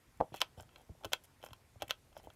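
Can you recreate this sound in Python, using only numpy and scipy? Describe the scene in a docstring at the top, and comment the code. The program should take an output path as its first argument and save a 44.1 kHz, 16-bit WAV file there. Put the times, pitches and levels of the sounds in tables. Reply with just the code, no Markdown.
"""In a quiet workshop, a hand cranks a small sheet-metal bird on a wooden box, close to the microphone.
A cam follower slides, drops and clicks, wires tick, and the box knocks and thumps in the hand.
Metal, wood and wires ring as sums of fading sine waves; slides are showers of tiny slips that ring them.
Thumps are low fading tones. A short room echo and a patchy noise for the workshop air lie around it all."""
import sys
import numpy as np
from scipy import signal
from scipy.fft import rfft, irfft
from scipy.io import wavfile
from scipy.ndimage import uniform_filter1d

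SR = 44100
rng = np.random.default_rng(int(sys.argv[2]) if len(sys.argv) > 2 else 0)


def boost(x):
    """Linear amplitude factor 10**(x/20) for a level x in decibels (scalar or array-like)."""
    u = np.asarray(x, float) / 20
    return 10 ** u


def generate_wav(signal):
    """Clip the signal to [-1, 1] and save it as 16-bit WAV at the path in sys.argv[1]."""
    frames = np.transpose(np.atleast_2d(signal))
    scaled = np.clip(frames, -1, 1) * 32767
    pcm = np.round(scaled).astype(np.int16)
    wavfile.write(sys.argv[1], SR, pcm)


N = 103635  # length in samples

# Workshop air, its loudness over pitch before overall scaling: (pitch [Hz], level [dB])
AIR_COLOUR = [(12, -47.5), (20, 2.5), (58, -3), (131, -5.5), (179, -13.5), (218, -13), (583, -19),
              (1080, -20.5), (1180, -23), (1950, -23.5), (3420, -29), (12100, -32.5), (16500, -41.5)]
# Wire ticks: (time [s], level [dB])
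WIRE_TICKS = [(.174, -60), (.259, -70), (.348, -48), (0.3518, -53), (0.36, -52), (.362, -43), (0.3687, -46),
              (0.3791, -52.5), (.386, -63.5), (.413, -46), (.6077, -47), (.614, -63), (0.625, -52.5),
              (.783, -59), (.817, -61), (1.0575, -56.5), (1.1297, -39), (1.2383, -53), (1.242, -60.5),
              (1.4477, -47.5), (1.4583, -57), (1.564, -63), (1.883, -53.5), (1.903, -44), (2.176, -52.5),
              (2.181, -59), (2.232, -60.5), (2.247, -60), (2.336, -60)]
# How long the room echo takes to fall by 60 dB: (pitch [Hz], fall time [s])
ROOM_FADE = [(300, 0.16), (1000, 0.15), (3000, 0.11), (8000, 0.093), (15000, 0.095)]
# Soft knocks on the box; the spot struck favours modes near one pitch:
# (time [s], level [dB], contact time [ms], favoured pitch [Hz])
BOX_KNOCKS = [(.197, -47, 2.4, 251), (.2035, -16.5, 0.49, 630), (.2102, -9, 0.96, 641),
              (.2185, -57, 0.41, 500), (.225, -57, 0.29, 650), (.321, -38.5, 0.46, 292),
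              (.5770, -35.5, 2, 630), (.782, -50.5, 0.28, 783), (.797, -52, .4, 790),
              (.809, -52.5, 0.44, 746), (.8930, -40.5, 0.44, 340), (.899, -59, 0.94, 202),
              (.950, -57, 0.41, 650), (1.0105, -49.5, .3, 900), (1.055, -30.5, 0.68, 326),
              (1.402, -54, 0.39, 617), (1.758, -50.5, 0.34, 628), (1.829, -36, 1.1, 332),
              (2.118, -59, 0.55, 695), (2.153, -53, .4, 890), (2.2720, -35.5, 0.66, 500),
              (2.281, -78, 3.3, 298)]
# The box shifts in the hand: (time [s], level [dB], pitch [Hz])
BOX_THUMPS = [(.200, -32, 148.9), (.655, -54, 134), (.915, -46.5, 165), (.322, -46, 130), (.578, -42, 88),
              (.612, -48, 92), (.897, -37, 80), (1.052, -39, 96), (1.515, -45, 104), (1.615, -60, 101),
              (1.762, -45.5, 102), (1.826, -44.5, 100), (2.278, -47.5, 102.7)]
# The follower rubs along the cam:
# (time [s], length [s], metal level [dB], wood level [dB], wire level [dB])
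CAM_SLIDES = [(.202, 0.012, -64, -31.5, -69), (.341, 0.0089, -53, -42, -68),
              (.322, 0.079, -58, -73.5, -70.5), (.404, 0.011, -41.5, -63, -64),
              (.565, 0.061, -66.5, -59, -69.5), (.69, 0.16, -75, -76, -83.5),
              (1.02, 0.043, -77, -60, -78.5), (1.119, 0.01, -46, -54, -72),
              (1.238, 0.02, -68.5, -75, -64.5), (1.42, 0.063, -66, -59.5, -67),
              (1.797, 0.0294, -64, -65, -106), (1.879, 0.0053, -60, -70, -60),
              (1.894, 0.015, -44, -55, -58.5), (2.145, 0.07, -68, -65.5, -76),
              (2.228, 0.043, -71, -63, -73)]
# Follower blows, levels before the bass is cut:
# (time [s], metal level [dB], wood level [dB], wire level [dB], snap level [dB])
FOLLOWER_CLICKS = [(.2035, -57, -27.5, -72, -59), (.2100, -58, -38, -78, -65),
                   (.3422, -42, -35.5, -49, -71), (.4048, -37.5, -67, -40.5, -64),
                   (.4160, -21, -69, -27.5, -10), (.4200, -42.5, -30.5, -39, -57),
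                   (.5850, -68.5, -86, -65, -80), (.5993, -48.5, -40, -82, -53),
                   (.6305, -60, -55.5, -70, -81), (.6915, -58, -67, -80, -74),
                   (.7597, -45.5, -60, -66, -60), (1.0365, -49, -68, -60, -64),
                   (1.0465, -35, -31.5, -42, -72), (1.0512, -38, -70, -39, -33),
                   (1.1200, -51, -40, -56, -67), (1.1330, -21, -27.5, -27, -13),
                   (1.4165, -59, -75, -66, -61), (1.4280, -49.5, -65, -65, -55.5),
                   (1.4388, -52, -37, -55, -50), (1.4535, -66, -77, -61.5, -64),
                   (1.4625, -45.5, -46, -49.5, -54), (1.4870, -58, -53, -64, -70),
                   (1.5070, -54, -55.5, -74, -67), (1.5320, -43, -62, -49, -43),
                   (1.8100, -50, -63, -64, -55), (1.8212, -32, -29.5, -38.5, -31.5),
                   (1.8262, -57, -39.5, -41.5, -33), (1.8945, -45, -46, -52.5, -58),
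                   (1.9080, -23, -34, -30.5, -15), (2.1275, -59.5, -61, -79.5, -74),
                   (2.1670, -51, -38.5, -61, -49), (2.1995, -82, -53, -70, -64),
                   (2.2645, -74, -82, -73, -78), (2.3020, -51.5, -52.5, -66, -50)]
# Ringing modes of each body, before small random changes; the lingering part falls 60 dB in the fall time:
# (pitch [Hz], level [dB], fall time [s])
METAL_MODES = [(1037, -0.5, 0.045), (1352, 2.5, .028), (1520, -8.5, 0.075), (1825, -15.5, 0.062),
               (2070, -4.5, .025), (2374, -3.5, .035), (2675, -4.5, 0.056), (2814, -9.5, 0.017),
               (3053, -4, 0.024), (3058, -4.5, .035), (3245, -4, 0.069), (3635, -20, .03),
               (4049, -6, 0.038), (4420, -22.5, 0.016), (5300, 3, 0.01)]
WOOD_MODES = [(165, -10, 0.081), (220, -12.5, 0.092), (333, -4.5, 0.058), (417, -8, .035), (500, -4, 0.013),
              (562, -10, 0.047), (631.3, 0.5, 0.044), (706.5, -6, 0.028), (768.7, -0.5, 0.041),
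              (847, -4.5, .035), (1107, -10, 0.043), (1350, -9.5, 0.033), (1445, -14.5, 0.048),
              (1760, -17.5, .02)]
WIRE_MODES = [(5330, -10, .012), (6420, 4.5, 0.0047), (7300, 3, .012), (8310, 2.5, 0.0114),
              (9140, -2.5, .011), (9970, -1.5, 0.02), (11300, 1.5, .011), (11420, -4.5, 0.0037),
              (12900, 8.5, 0.0035), (14850, -1.5, 0.0058), (14840, -9, .008)]

AIR_DB, PATCH_DB = -65.5, 1.38  # overall air level; strength of its patches
LUMP_DB, LUMP_HZ = 2.0, 200  # slow swaying of the air, strongest below this pitch
RING_SAMPLES = 5000
VARY_DB, DETUNE = 1.5, 0.01  # each blow lands a little differently; detune is a share of the pitch
LINGER_DB, QUICK = -5.5, 0.3  # a weaker part lingers; the rest takes this share of the fall time
FLUTTER, FLUTTER_S = 1, 0.0026  # loose joints make the lingering ring flutter
RISE_CYCLES, KNOCK_RISE_CYCLES = 0.33, 1  # cycles a mode needs to swell in
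SPOT_SLOPE_DB, KNOCK_SLOPE_DB = 5.5, 12.5  # loss per squared octave from the favoured pitch
CRACKLE_DB, CRACKLE_T60_S, CRACKLE_LOW_HZ = -5, 0.011, 5600
ROOM_DB = -18
THUMP_RISE_S, THUMP_T60_S = 0.0021, 0.052
SLIPS_PER_S, SLIP_SPREAD_DB = 3000, 2.5
SLIDE_EDGE = 0.24  # share of a slide spent fading in, and again fading out
RUB_HZ, RUB_DAMP_T60_S = 3270, 0.026  # rubbing favours metal near this pitch and damps the ring
SNAP_DELAY_S, SNAP_WIDTH_S = 0.000722, 0.00007  # the follower bottoms out just after first contact
CLICK_LOW_HZ = 457  # small parts give off little bass
MIC_LOW_HZ, MIC_TOP_HZ = 40, 15020


def evened(x):
    """Scales a signal so its average strength (rms) is 1."""
    return x / np.sqrt(np.mean(x ** 2) + 1e-20)


def read(points, hz):
    """Reads between table points along a logarithmic pitch axis."""
    f, value = np.transpose(points)
    return np.interp(np.log(hz + 1), np.log(f + 1), value)


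def band(x, hz, kind, order):
    """Cuts away the sound below or above a pitch with a Butterworth filter."""
    return signal.sosfilt(signal.butter(order, hz, kind, fs=SR, output="sos"), x)


def add(mix, s, sound):
    """Mixes a sound in at time s."""
    part = mix[round(s * SR):][:len(sound)]
    part += sound[:len(part)]


def air():
    """Workshop hush: coloured noise whose strength varies in patches and sways in the bass."""
    frames, hz = N // 256 + 5, np.fft.rfftfreq(1024, 1 / SR)
    patches = rng.standard_normal((frames, 513)).T
    patches = uniform_filter1d(patches, size=12, axis=0)  # smooth over pitch
    patches = evened(uniform_filter1d(patches, size=10, axis=1))  # smooth over time
    sway = evened(uniform_filter1d(rng.standard_normal(frames), size=5))
    lumps = sway / (1 + (hz[:, None] / LUMP_HZ) ** 2)
    colour = boost(read(AIR_COLOUR, np.fft.rfftfreq(N, 1 / SR)))
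    noise = irfft(rfft(rng.standard_normal(N)) * colour, N)
    spectrum = signal.stft(noise, nperseg=1024, noverlap=768)[2]
    change = boost(PATCH_DB * patches + LUMP_DB * lumps)[:, :spectrum.shape[1]]
    hush = signal.istft(spectrum * change, nperseg=1024, noverlap=768)[1][:N]
    return boost(AIR_DB) * evened(hush)


def ring(modes, favoured_hz=None, rise_cycles=RISE_CYCLES, slope_db=SPOT_SLOPE_DB):
    """A struck body: each mode swells in quickly, then dies away as a quick and a lingering part."""
    hz, db, t60 = np.transpose(modes)[:, :, None]
    if favoured_hz:
        db = db - slope_db * np.log2(hz / favoured_hz) ** 2
    t = np.arange(RING_SAMPLES) / SR
    level_chance, pitch_chance = rng.standard_normal((2, len(modes), 1))
    knots = rng.standard_normal((len(modes), 400))
    wobble = np.array([np.interp(t / FLUTTER_S, np.arange(400), k) for k in knots])
    quick = boost(-60 * t / (QUICK * t60))
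    lingering = (1 + FLUTTER * wobble) * boost(LINGER_DB - 60 * t / t60)
    swell = 1 - np.exp(-t * hz / rise_cycles)
    strength = swell * (quick + lingering) * boost(db + VARY_DB * level_chance)
    tones = np.sin(2 * np.pi * hz * (1 + DETUNE * pitch_chance) * t)
    return -(strength * tones).sum(0) / np.linalg.norm(boost(db))


def tick(db):
    """Wires ring briefly, with a short burst of bright hiss as crackle."""
    hiss = band(rng.standard_normal(RING_SAMPLES), CRACKLE_LOW_HZ, "high", order=3)
    fade = boost(CRACKLE_DB - 60 * np.arange(RING_SAMPLES) / SR / CRACKLE_T60_S)
    return boost(db) * (ring(WIRE_MODES) + fade * hiss)


def room(x):
    """Room echo: sparse random reflections, each pitch dying at its own speed."""
    taps = np.zeros(SR // 2)
    at = np.arange(120, len(taps) - 20, 20)
    taps[at + rng.integers(0, 20, len(at))] = rng.choice([-1., 1.], len(at))
    hz, t, spectrum = signal.stft(taps, SR, nperseg=256)
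    fade = boost(-60 * t / read(ROOM_FADE, hz)[:, None])
    tail = signal.istft(spectrum * fade, SR, nperseg=256)[1]
    return signal.fftconvolve(x, tail / np.linalg.norm(tail))[:N]


def knock(db, contact_ms, favoured_hz):
    """A soft knock: a rounded push dulls the ring of the box."""
    t = np.arange(300) / SR * 1000 / contact_ms  # counted in contact times
    push = t * np.exp(-8 * t)
    body = ring(WOOD_MODES, favoured_hz, KNOCK_RISE_CYCLES, KNOCK_SLOPE_DB)
    return boost(db) * np.convolve(body, push / push.sum())


def thump(db, hz):
    """The box shifts in the hand: a low tone that swells and dies."""
    t = np.arange(8000) / SR
    swell = np.minimum(t / THUMP_RISE_S, 1)
    return boost(db - 60 * t / THUMP_T60_S) * swell * np.sin(2 * np.pi * hz * t)


def slide(length, metal_db, wood_db, wire_db):
    """The follower rubs: tiny uneven slips set metal, wood and wires ringing."""
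    u = np.arange(0, 1, 1 / (length * SR))  # 0 to 1 along the slide
    chance, size, side = rng.random((3, 9000))
    slips = (chance < SLIPS_PER_S / SR) * boost(-SLIP_SPREAD_DB * np.log(size)) * np.sign(side - .5)
    slips = evened(slips)[:len(u)] * np.clip(np.minimum(u, 1 - u) / SLIDE_EDGE, 0, 1)
    damp = boost(-60 * np.arange(RING_SAMPLES) / SR / RUB_DAMP_T60_S)
    metal, wood, wire = damp * ring(METAL_MODES, RUB_HZ), damp * ring(WOOD_MODES), tick(0)
    bodies = ((metal_db, metal), (wood_db, wood), (wire_db, wire))
    response = sum(boost(db) * body / np.linalg.norm(body) for db, body in bodies)
    return signal.oaconvolve(slips, response)


def click(metal_db, wood_db, wire_db, snap_db):
    """The follower drops: metal and box ring at contact, wires join in, and a sharp snap follows."""
    u = (np.arange(RING_SAMPLES) / SR - SNAP_DELAY_S) / SNAP_WIDTH_S
    snap = boost(snap_db) * (u ** 2 - 1) * np.exp(-u ** 2 / 2)
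    out = snap + boost(metal_db) * ring(METAL_MODES) + boost(wood_db) * ring(WOOD_MODES)
    add(out, SNAP_DELAY_S / 2, tick(wire_db))  # halfway to the snap
    return band(out, CLICK_LOW_HZ, "high", order=3)


def scene():
    """The mechanism, its room echo and the workshop air."""
    toy = np.zeros(N)
    layers = ((WIRE_TICKS, tick), (BOX_KNOCKS, knock), (BOX_THUMPS, thump),
              (CAM_SLIDES, slide), (FOLLOWER_CLICKS, click))
    for table, source in layers:
        for s, *row in table:
            add(toy, s, source(*row))
    return (toy + boost(ROOM_DB) * room(toy) + air())[None]


def top_cut(x):
    """Nothing passes above the cut-off."""
    return signal.sosfilt(signal.butter(12, 16650, fs=SR, output="sos"), x)


def record(dry):
    """The microphone trims both ends of the pitch range."""
    mix = band(dry, MIC_LOW_HZ, "high", order=4)
    mix = band(mix, MIC_TOP_HZ, "low", order=8)
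    return top_cut(mix)


dry = scene()
out = record(dry)
generate_wav(out)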